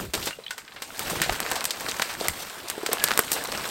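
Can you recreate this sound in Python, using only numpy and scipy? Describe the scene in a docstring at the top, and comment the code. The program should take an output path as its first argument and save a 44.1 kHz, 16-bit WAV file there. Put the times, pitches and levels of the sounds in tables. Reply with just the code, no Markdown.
"""A low rubbing tone sinks away in a rustle of boots, dragged wood and dry leaves: someone pulls dead
branches out of the brush in a conifer wood and drags them towards the microphone.
Dry poles knock as damped modes, twigs snap as bursts of splinters, and bark squeaks as resonated noise.
Filtered noise and clicks make the rustle, and short swells of rumble the footfalls.
The trunks scatter every crack into a noise tail, weakest at the end as the load comes closer."""
import sys
import numpy as np
from scipy import signal
from scipy.io import wavfile
from scipy.ndimage import uniform_filter1d

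SR = 44100
rng = np.random.default_rng(int(sys.argv[2]) if len(sys.argv) > 2 else 0)


def inscribe(sig):
    """Save sig as 16-bit PCM at rate SR to the path in sys.argv[1].

    A 1-D sig is mono; a 2-D sig holds one channel per row.
    Samples are clipped to [-1, 1] before scaling.
    """
    pcm = np.round(np.clip(np.atleast_2d(sig).T, -1, 1) * 32767)
    wavfile.write(sys.argv[1], SR, pcm.astype(np.int16))


N = 163170
TIME = np.arange(N) / SR


def amp(db):
    """Decibels to gain."""
    return 10 ** (np.asarray(db) / 20)


def unit(x):
    """Scales to rms 1."""
    return x / np.sqrt(np.mean(x ** 2) + 1e-20)


def read(points, hz):
    """Reads a table on a log-frequency axis."""
    f, value = np.transpose(points)
    return np.interp(np.log(hz + 1), np.log(f + 1), value)


def curve(table, axis=1):
    """One column of a time table, for every sample."""
    columns = np.transpose(table)
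    return np.interp(TIME, columns[0], columns[axis])


def add(mix, s, sound):
    """Mixes a sound in at time s."""
    part = mix[max(round(s * SR), 0):][:len(sound)]
    part += sound[:len(part)]


def sharpest(gain):
    """The causal (minimum-phase) spectrum with this gain and the sharpest possible attack."""
    return np.exp(np.conj(signal.hilbert(np.log(gain))))


def colour(x, points, size=2048):
    """Filters a sound by a spectrum table, keeping attacks sharp."""
    gain = amp(read(points, abs(np.fft.fftfreq(size, 1 / SR))))
    impulse = np.fft.ifft(sharpest(gain)).real[:size // 2]
    return signal.fftconvolve(x, impulse)[:len(x)]


def resonate(x, hz, width):
    """A steep resonance: the same band-pass twice."""
    b, a = signal.iirpeak(hz, hz / width, fs=SR)
    return signal.lfilter(b, a, signal.lfilter(b, a, x))


def wander(rate_hz):
    """Random drift of rms 1: straight lines between random points, rate_hz points a second."""
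    return unit(np.interp(TIME * rate_hz, np.arange(N), rng.standard_normal(N)))


# a low rubbing tone that sinks as the first pull slows: t/s, f/Hz, level/dB
RUB_GLIDE = [(0, 180, -37), (.045, 146, -34), (.095, 77, -36), (.135, 60, -50)]
RUB_JITTER, RUB_ROUGH = .16, .55  # rms swing of pitch and of loudness, as fractions


def rub():
    """Stick-slip friction as a sinking tone with uneven pitch, loudness and second harmonic."""
    hz = curve(RUB_GLIDE) * (1 + RUB_JITTER * wander(146))
    turns = np.cumsum(hz) / SR
    tone = np.sin(2 * np.pi * turns) + 0.25 * wander(93) * np.sin(4 * np.pi * turns)
    rough = unit(1 + RUB_ROUGH * wander(98))
    return amp(curve(RUB_GLIDE, axis=2)) * rough * tone * (TIME < RUB_GLIDE[-1][0])


def crackle(spectrum, per_s, spread_db, smooth, clump_db, clump_hz, ring_s, low_hz, high_hz, ring, count=24):
    """Tiny clicks, some ringing a leaf or twig of their own pitch, over a smooth sliding hiss."""
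    size = amp(spread_db * np.minimum(rng.exponential(1, N), 4)) * rng.choice([-1, 1], N)
    clicks = size * (rng.random(N) < per_s / SR)
    which, t = rng.integers(0, count, N), np.arange(SR // 40) / SR
    rings = np.zeros(N)
    for k, hz in enumerate(np.linspace(low_hz, high_hz, count)):
        mode = np.exp(-t / ring_s) * np.cos(2 * np.pi * hz * t)
        rings += signal.oaconvolve(clicks * (which == k), mode)[:N]
    grains = unit(clicks) + ring * unit(rings) + smooth * rng.standard_normal(N)
    clumped = grains * amp(clump_db * wander(clump_hz))
    return unit(colour(clumped, spectrum))


JERKS_PER_S, JERK_S, JERK_DEPTH = 130, .005, .42  # mean rate, decay time, rise per unit kick


def jerks():
    """The load catches and slips: sudden rises of the rustle that die away at once."""
    kicks = (rng.random(N) < JERKS_PER_S / SR) * rng.uniform(.4, 1.4, N)
    rises = signal.lfilter([1], [1, -np.exp(-1 / (JERK_S * SR))], kicks)
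    return unit(1 + JERK_DEPTH * rises)


PATCH_DB = 1.7  # rms swing of the colour


def shifting(x):
    """Ever new leaves and sticks are touched, so the colour changes in short patches."""
    z = signal.stft(x, nperseg=512)[2]
    across_pitch = uniform_filter1d(rng.standard_normal(z.shape), size=9, axis=0)
    patches = uniform_filter1d(across_pitch, size=5, axis=1)
    return signal.istft(z * amp(PATCH_DB * unit(patches)))[1][:N]


# how hard the load is dragged, before the trims:
# t/s, scuffing level/dB, dragged wood level/dB, dry leaves level/dB
RUSTLE_LEVELS = [(0, -35, -35.5, -35), (0.06, -43, -43, -39.5), (0.125, -55, -58.5, -53),
                 (0.175, -33, -36.5, -38), (0.26, -42.5, -43.5, -33), (0.36, -59, -53, -50),
                 (0.6, -57.5, -53, -56.5), (0.79, -55.5, -49.5, -50.5), (0.97, -52.5, -41.5, -38),
                 (1.02, -44.5, -34, -34), (1.14, -36, -33.5, -32), (1.24, -39.5, -34.5, -39),
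                 (1.33, -40.5, -31.5, -32), (1.38, -45, -36, -36.5), (1.52, -42, -29.5, -35.5),
                 (1.69, -53, -38.5, -43), (1.9, -46, -34, -33), (1.97, -46.5, -36.5, -38),
                 (2.1, -47, -36, -35), (2.17, -45, -41.5, -41.5), (2.25, -41.5, -30.5, -32.5),
                 (2.31, -44.5, -36, -39.5), (2.4, -51, -40, -35), (2.62, -56, -39.5, -42),
                 (2.8, -50, -39.5, -41.5), (2.92, -52, -36, -39), (3.13, -43.5, -31, -33.5),
                 (3.27, -47, -39, -36), (3.35, -47, -31, -33), (3.48, -48, -36, -39.5),
                 (3.57, -43.5, -30.5, -35), (3.7, -47, -35.5, -32)]
# spectrum of boots scuffing the ground: f/Hz, level/dB
SCUFF_SPECTRUM = [(20, -5), (45, 0.5), (200, 2), (600, -7), (2000, -69)]
# spectrum of wood scraping along the ground: f/Hz, level/dB
DRAG_SPECTRUM = [(100, -23.5), (250, -2.5), (700, 0), (1700, -4.5), (2500, -10), (4000, -7.5),
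                 (16000, -26.5)]
# spectrum of dry leaves: f/Hz, level/dB
LEAF_SPECTRUM = [(500, -32), (1500, -1), (3000, 1.5), (7000, -4), (13000, -2.5), (16000, 0.5)]
SCUFF_TRIM_DB, DRAG_TRIM_DB, LEAF_TRIM_DB = 1, -1.66, -2.5


def rustle():
    """Boots scuff, wood scrapes over the ground and leaves crackle, the last two in the same jerks."""
    scuff = unit(colour(rng.standard_normal(N) * amp(3.1 * wander(40)), SCUFF_SPECTRUM))
    drag = crackle(DRAG_SPECTRUM, per_s=1400, spread_db=1.35, smooth=0.87, clump_db=0.0, clump_hz=131.0,
                   ring_s=0.0044, low_hz=354, high_hz=2786, ring=0.63)
    leaves = crackle(LEAF_SPECTRUM, per_s=3500, spread_db=-0.5, smooth=0.88, clump_db=-0.5, clump_hz=180,
                     ring_s=0.00091, low_hz=2500, high_hz=14100, ring=0.57)
    dragged = drag * amp(DRAG_TRIM_DB + curve(RUSTLE_LEVELS, axis=2))
    dragged += leaves * amp(LEAF_TRIM_DB + curve(RUSTLE_LEVELS, axis=3))
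    return scuff * amp(SCUFF_TRIM_DB + curve(RUSTLE_LEVELS)) + jerks() * shifting(dragged)


TICKS_PER_S, TICK_HZ = 55, (900, 9000)  # rate, pitch range
TICK_DB, TICK_S = 7.5, 0.00064  # peak of the smallest above the drag level, decay of the noise


def ticks():
    """Tiny twigs give way in the litter, each with its own pitch, louder when the wood is dragged harder."""
    out, t = np.zeros(N), np.arange(SR // 100) / SR
    stir_db = curve(RUSTLE_LEVELS, axis=2)
    for when, pitch, size in rng.random((int(TICKS_PER_S * N / SR), 3)):
        hz = TICK_HZ[0] * (TICK_HZ[1] / TICK_HZ[0]) ** pitch
        tick = resonate(rng.standard_normal(len(t)) * np.exp(-t / TICK_S), hz, hz)
        peak_db = TICK_DB + stir_db[int(when * N)] + 10 * size ** 2
        add(out, when * N / SR, amp(peak_db) * tick / abs(tick).max())
    return out


# poles and sticks that ring when knocked or broken: t/s, f/Hz, peak level/dB, ring time/s
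POLE_KNOCKS = [(.032, 390, -31.5, 0.013), (.387, 483, -28, 0.0021), (0.509, 1490, -26.5, 0.0044),
               (.581, 2220, -37, 0.01), (1.131, 480, -19.5, 0.002), (1.218, 1740, -15, 0.0019),
               (1.2935, 727, -15.5, 0.0027), (2.0207, 1680, -22, .0035), (2.212, 500, -16.5, 0.00078),
               (2.2843, 1980, -14.5, 0.0013), (2.7785, 416, -20.5, 0.0026), (2.8316, 398, -20.5, 0.0035),
               (2.8895, 443, -21, 0.004), (2.9316, 470, -17.5, 0.003), (3.108, 1190, -18, .002),
               (3.1908, 494, -7.5, 0.00082)]
KNOCK_RISE_CYCLES = 0.63  # softness of the start
SCRAPE_DB, SCRAPE_S = -8, 0.01  # level against the blow, decay time


def knocks():
    """One heavily damped mode with a soft start, then a rough scrape around its pitch as the wood slides on."""
    out, t = np.zeros(N), np.arange(SR // 4) / SR
    for s, hz, db, ring_s in POLE_KNOCKS:
        shape = (1 - np.exp(-t * hz / KNOCK_RISE_CYCLES)) ** 2 * np.exp(-t / ring_s)
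        blow = amp(db) * shape / shape.max() * np.sin(2 * np.pi * hz * t)
        scrape = resonate(rng.standard_normal(len(t)) * np.exp(-t / SCRAPE_S), hz, hz)
        add(out, s, blow + amp(SCRAPE_DB) * blow.std() * unit(scrape))
    return out


# the bands body, crack, bite and fizz: centres, widths, and the time over which their level is taken
SNAP_BANDS_HZ, SNAP_WIDTHS_HZ, LEVEL_SPAN_S = [450, 1500, 4000, 10500], [700, 1600, 4000, 9000], .01
BASS_CUT_HZ = 216
FRACTURE_S, CLEAN_BREAK_S = .00018, .0017  # decay of the first crack, splintering time of a fairly clean break
SPLINTERS_PER_S, SPLINTER_SPREAD_DB = 14000, 3


def snap(body_db, crack_db, bite_db, fizz_db, splinter_s, size=4096):
    """One fracture and a dying burst of splinters; the quicker the break, the more is in the first click."""
    t = np.arange(size) / SR
    fibres = rng.choice([-1, 1], size) * amp(SPLINTER_SPREAD_DB * rng.standard_normal(size))
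    burst = fibres * (rng.random(size) < SPLINTERS_PER_S / SR) * np.exp(-t / (2 * splinter_s))
    clean = np.exp(-np.square(splinter_s / CLEAN_BREAK_S))  # share of the energy in the first click
    burst *= np.sqrt(1 - clean) / (np.linalg.norm(burst) + 1e-9)
    fracture = rng.standard_normal(size) * t * np.exp(-t / FRACTURE_S)
    burst += np.sqrt(clean) * fracture / np.linalg.norm(fracture)
    # flatten the broad spectrum, so that the four bands alone set the colour
    spectrum = np.fft.fft(burst)
    power = uniform_filter1d(abs(spectrum) ** 2, size=36, mode="wrap") + 1e-9
    white = np.fft.ifft(spectrum * sharpest(power ** -.5)).real
    band_db = np.array([body_db, crack_db, bite_db, fizz_db])
    per_hz = band_db + 10 * np.log10(SR * LEVEL_SPAN_S * SR / 2 / np.array(SNAP_WIDTHS_HZ))
    crack = colour(white, list(zip(SNAP_BANDS_HZ, per_hz)))
    return signal.lfilter(*signal.butter(2, BASS_CUT_HZ, "high", fs=SR), crack)


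# breaking twigs, before trim and bass cut:
# t/s, body level/dB, crack level/dB, bite level/dB, fizz level/dB, splintering time/s
TWIG_SNAPS = [(0.1362, -25.5, -36, -29.5, -32, 0.0024), (0.1398, -45, -28.5, -27, -33, 0.0033),
              (0.1508, -28, -40, -29, -33, 0.0026), (0.2268, -55, -42, -30, -42, 0.006),
              (0.257, -61, -47, -33, -30.5, 0.0058), (0.2708, -27, -30, -27, -36.5, 0.0059),
              (0.3082, -54, -32, -38, -73, 0.0026), (0.5071, -48, -33.5, -33, -38, 0.003),
              (0.5796, -47, -35.5, -39.5, -40.5, 0.0045), (0.679, -81, -41, -44, -71, 0.0027),
              (0.721, -79, -46, -44, -88, 0.0021), (0.762, -49, -37.5, -40, -68, 0.0085),
              (0.821, -38.5, -36, -33, -36.5, 0.0036), (0.9938, -42, -36, -35, -29, 0.00086),
              (1.099, -37, -39, -34, -29.5, 0.0071), (1.2173, -36, -25, -27.5, -23.5, 0.0019),
              (1.225, -69, -22, -24.5, -35, 0.012), (1.2964, -32, -24.5, -28.5, -46, 0.00079),
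              (1.4031, -32, -28.5, -33, -27.5, 0.0009), (1.5148, -31, -29, -34.5, -28.5, 0.0019),
              (1.555, -40, -32, -28.5, -33, 0.0066), (1.642, -37, -34, -34, -29, 0.0016),
              (1.6534, -49, -33, -29, -24, 0.0017), (1.707, -58, -39.5, -22.5, -32.5, 0.0024),
              (1.807, -46, -32, -44, -35, 0.0021), (1.8846, -30, -44, -25.5, -40, 0.0072),
              (1.9968, -30, -22.5, -34.5, -39, 0.0014), (2.0201, -33.5, -23.5, -23, -30, 0.002),
              (2.0949, -53, -28, -34.5, -42, 0.011), (2.1998, -47, -38, -37, -40.5, 0.0037),
              (2.284, -32.5, -27.5, -30.5, -21, 0.0011), (2.6843, -62, -58, -34, -37, 0.0017),
              (2.6999, -39.5, -32.5, -32, -28, 0.002), (2.8631, -35, -28, -27, -30, 0.0027),
              (2.9149, -26, -27.5, -28, -45, 0.012), (2.9314, -27.5, -27, -33.5, -19.5, 0.0014),
              (3.0399, -34, -23, -28, -14, 0.00053), (3.0425, -28, -40, -22.5, -30, 0.0017),
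              (3.0855, -34, -29, -34, -34, 0.001), (3.1075, -30, -26, -28, -43, 0.0016),
              (3.1163, -32.5, -20.5, -29.5, -36, 0.00037), (3.1759, -28.5, -24, -25.5, -20, 0.00019),
              (3.1916, -21, -14.5, -30, -15, 0.0012), (3.3175, -30, -32.5, -28.5, -20.5, 0.0023),
              (3.33, -57, -69, -28, -23, 0.0052), (3.4388, -52, -43, -44, -32, 0.0011),
              (3.5229, -32, -32.5, -35, -38, 0.0011)]
SNAP_TRIM_DB, GROUND_DB = -0.5, -16  # all snaps, bounce against its snap


def snaps():
    """All breaking twigs, each with its delayed, weaker bounce off the ground."""
    out = np.zeros(N)
    for s, *row in TWIG_SNAPS:
        crack = amp(SNAP_TRIM_DB) * snap(*row)
        add(out, s, crack)
        add(out, s + rng.uniform(0.001575, 0.002275), amp(GROUND_DB) * crack)
    return out


# dry bark slipping on bark: t/s, f/Hz, rms level/dB, length/s
BARK_SQUEAKS = [(0.327, 2750, -37.5, 0.016), (0.437, 3850, -40, 0.0086), (0.4637, 3060, -28.5, 0.005),
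                (0.48, 3266, -31.5, 0.0041), (2.976, 1670, -36, 0.23)]
# resonances of the dry stick: f as a multiple of the pitch, width/Hz of the shortest slides, level/dB
STICK_MODES = [(.85, 1500, -3), (1, 260, 1)]


def squeaks():
    """Slips excite a few resonances of a dry stick; long slides ring more narrowly."""
    out, t = np.zeros(N), np.arange(SR // 4) / SR
    for s, hz, db, length in BARK_SQUEAKS:
        swell = np.sin(np.pi * np.minimum(t / length, 1) ** 0.49) ** 2
        slips = rng.standard_normal(len(t)) * swell
        sound = np.zeros(len(t))
        for k, width, mode_db in STICK_MODES:
            sound += amp(mode_db) * unit(resonate(slips, hz * k, width / (1 + length / 0.22)))
        # the rms level counts over half the length
        add(out, s, amp(db) * sound / np.linalg.norm(sound) * np.sqrt(length * SR / 2))
    return out


# heavy footfalls in soft ground: t/s, upper edge f/Hz, rms level/dB, length/s
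FOOTFALLS = [(1.197, 426, -33, 0.042), (1.292, 110, -30.5, .04), (2.282, 70, -39, 0.046),
             (3.19, 240, -26, 0.0072)]


def steps():
    """Soft ground gives under a boot: a short swell of dull rumble."""
    out, t = np.zeros(N), np.arange(SR // 4) / SR
    for s, top_hz, db, length in FOOTFALLS:
        push = rng.standard_normal(len(t)) * np.sin(np.pi * np.minimum(t / length, 1) ** .5)
        band = signal.butter(2, [top_hz / 4, top_hz], "band", fs=SR, output="sos")
        thud = signal.sosfilt(band, push)
        add(out, s, amp(db) * thud / np.linalg.norm(thud) * np.sqrt(length * SR))
    return out


# how long nearby trunks scatter each pitch: f/Hz, time to fall 60 dB/s
TRUNK_DECAY = [(3000, 0.09), (8000, 0.16), (16000, 0.064)]
FAR_DB, FAR_T60_S = -21.5, 1  # start level against the near scatter, time to fall 60 dB


def forest(x):
    """Scatter from nearby trunks, and a faint longer tail from the wood beyond, as decaying noise."""
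    hz, t, z = signal.stft(rng.standard_normal(SR // 2), SR, nperseg=128)
    near = amp(-60 * t / read(TRUNK_DECAY, hz)[:, None])
    far = amp(FAR_DB) * amp(-60 * t / FAR_T60_S)
    tail = signal.istft(z * (near + far), SR)[1]
    tail *= np.minimum(np.arange(len(tail)) / SR / 0.015, 1)  # the scatter builds up over 15 ms
    return signal.fftconvolve(x, tail / np.linalg.norm(tail))[:N]


# send into the scatter, least at the end, when the load is close: t/s, level/dB
SCATTER_SEND = [(0, -11.5), (.8, -7), (1.1, -13), (2.3, -12.5), (3.7, -19)]


def scene():
    """Wood sounds with their scatter, over footfalls, rubbing and rustle."""
    ground = rub() + rustle() + steps()
    wood = ticks() + knocks() + snaps() + squeaks()
    scattered = forest(wood * amp(curve(SCATTER_SEND)))
    return (wood + scattered + ground)[None]


# response of the microphone: f/Hz, level/dB
MIC_RESPONSE = [(20, -4.5), (5000, 1), (6700, 0), (8300, 4.5), (9300, 0), (10500, -5), (13200, 1),
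                (14500, -7.5), (16000, -4.5)]
EDGE_HZ = 15950  # upper band limit


def record(dry):
    """A microphone with two treble peaks, overload at full scale, then the band limit."""
    loud = np.clip(colour(dry[0], MIC_RESPONSE), -1, 1)
    low_pass = signal.firwin(301, EDGE_HZ, window=("kaiser", 7), fs=SR)
    return signal.oaconvolve(loud, low_pass, "same")[None]


dry = scene()
out = record(dry)
inscribe(out)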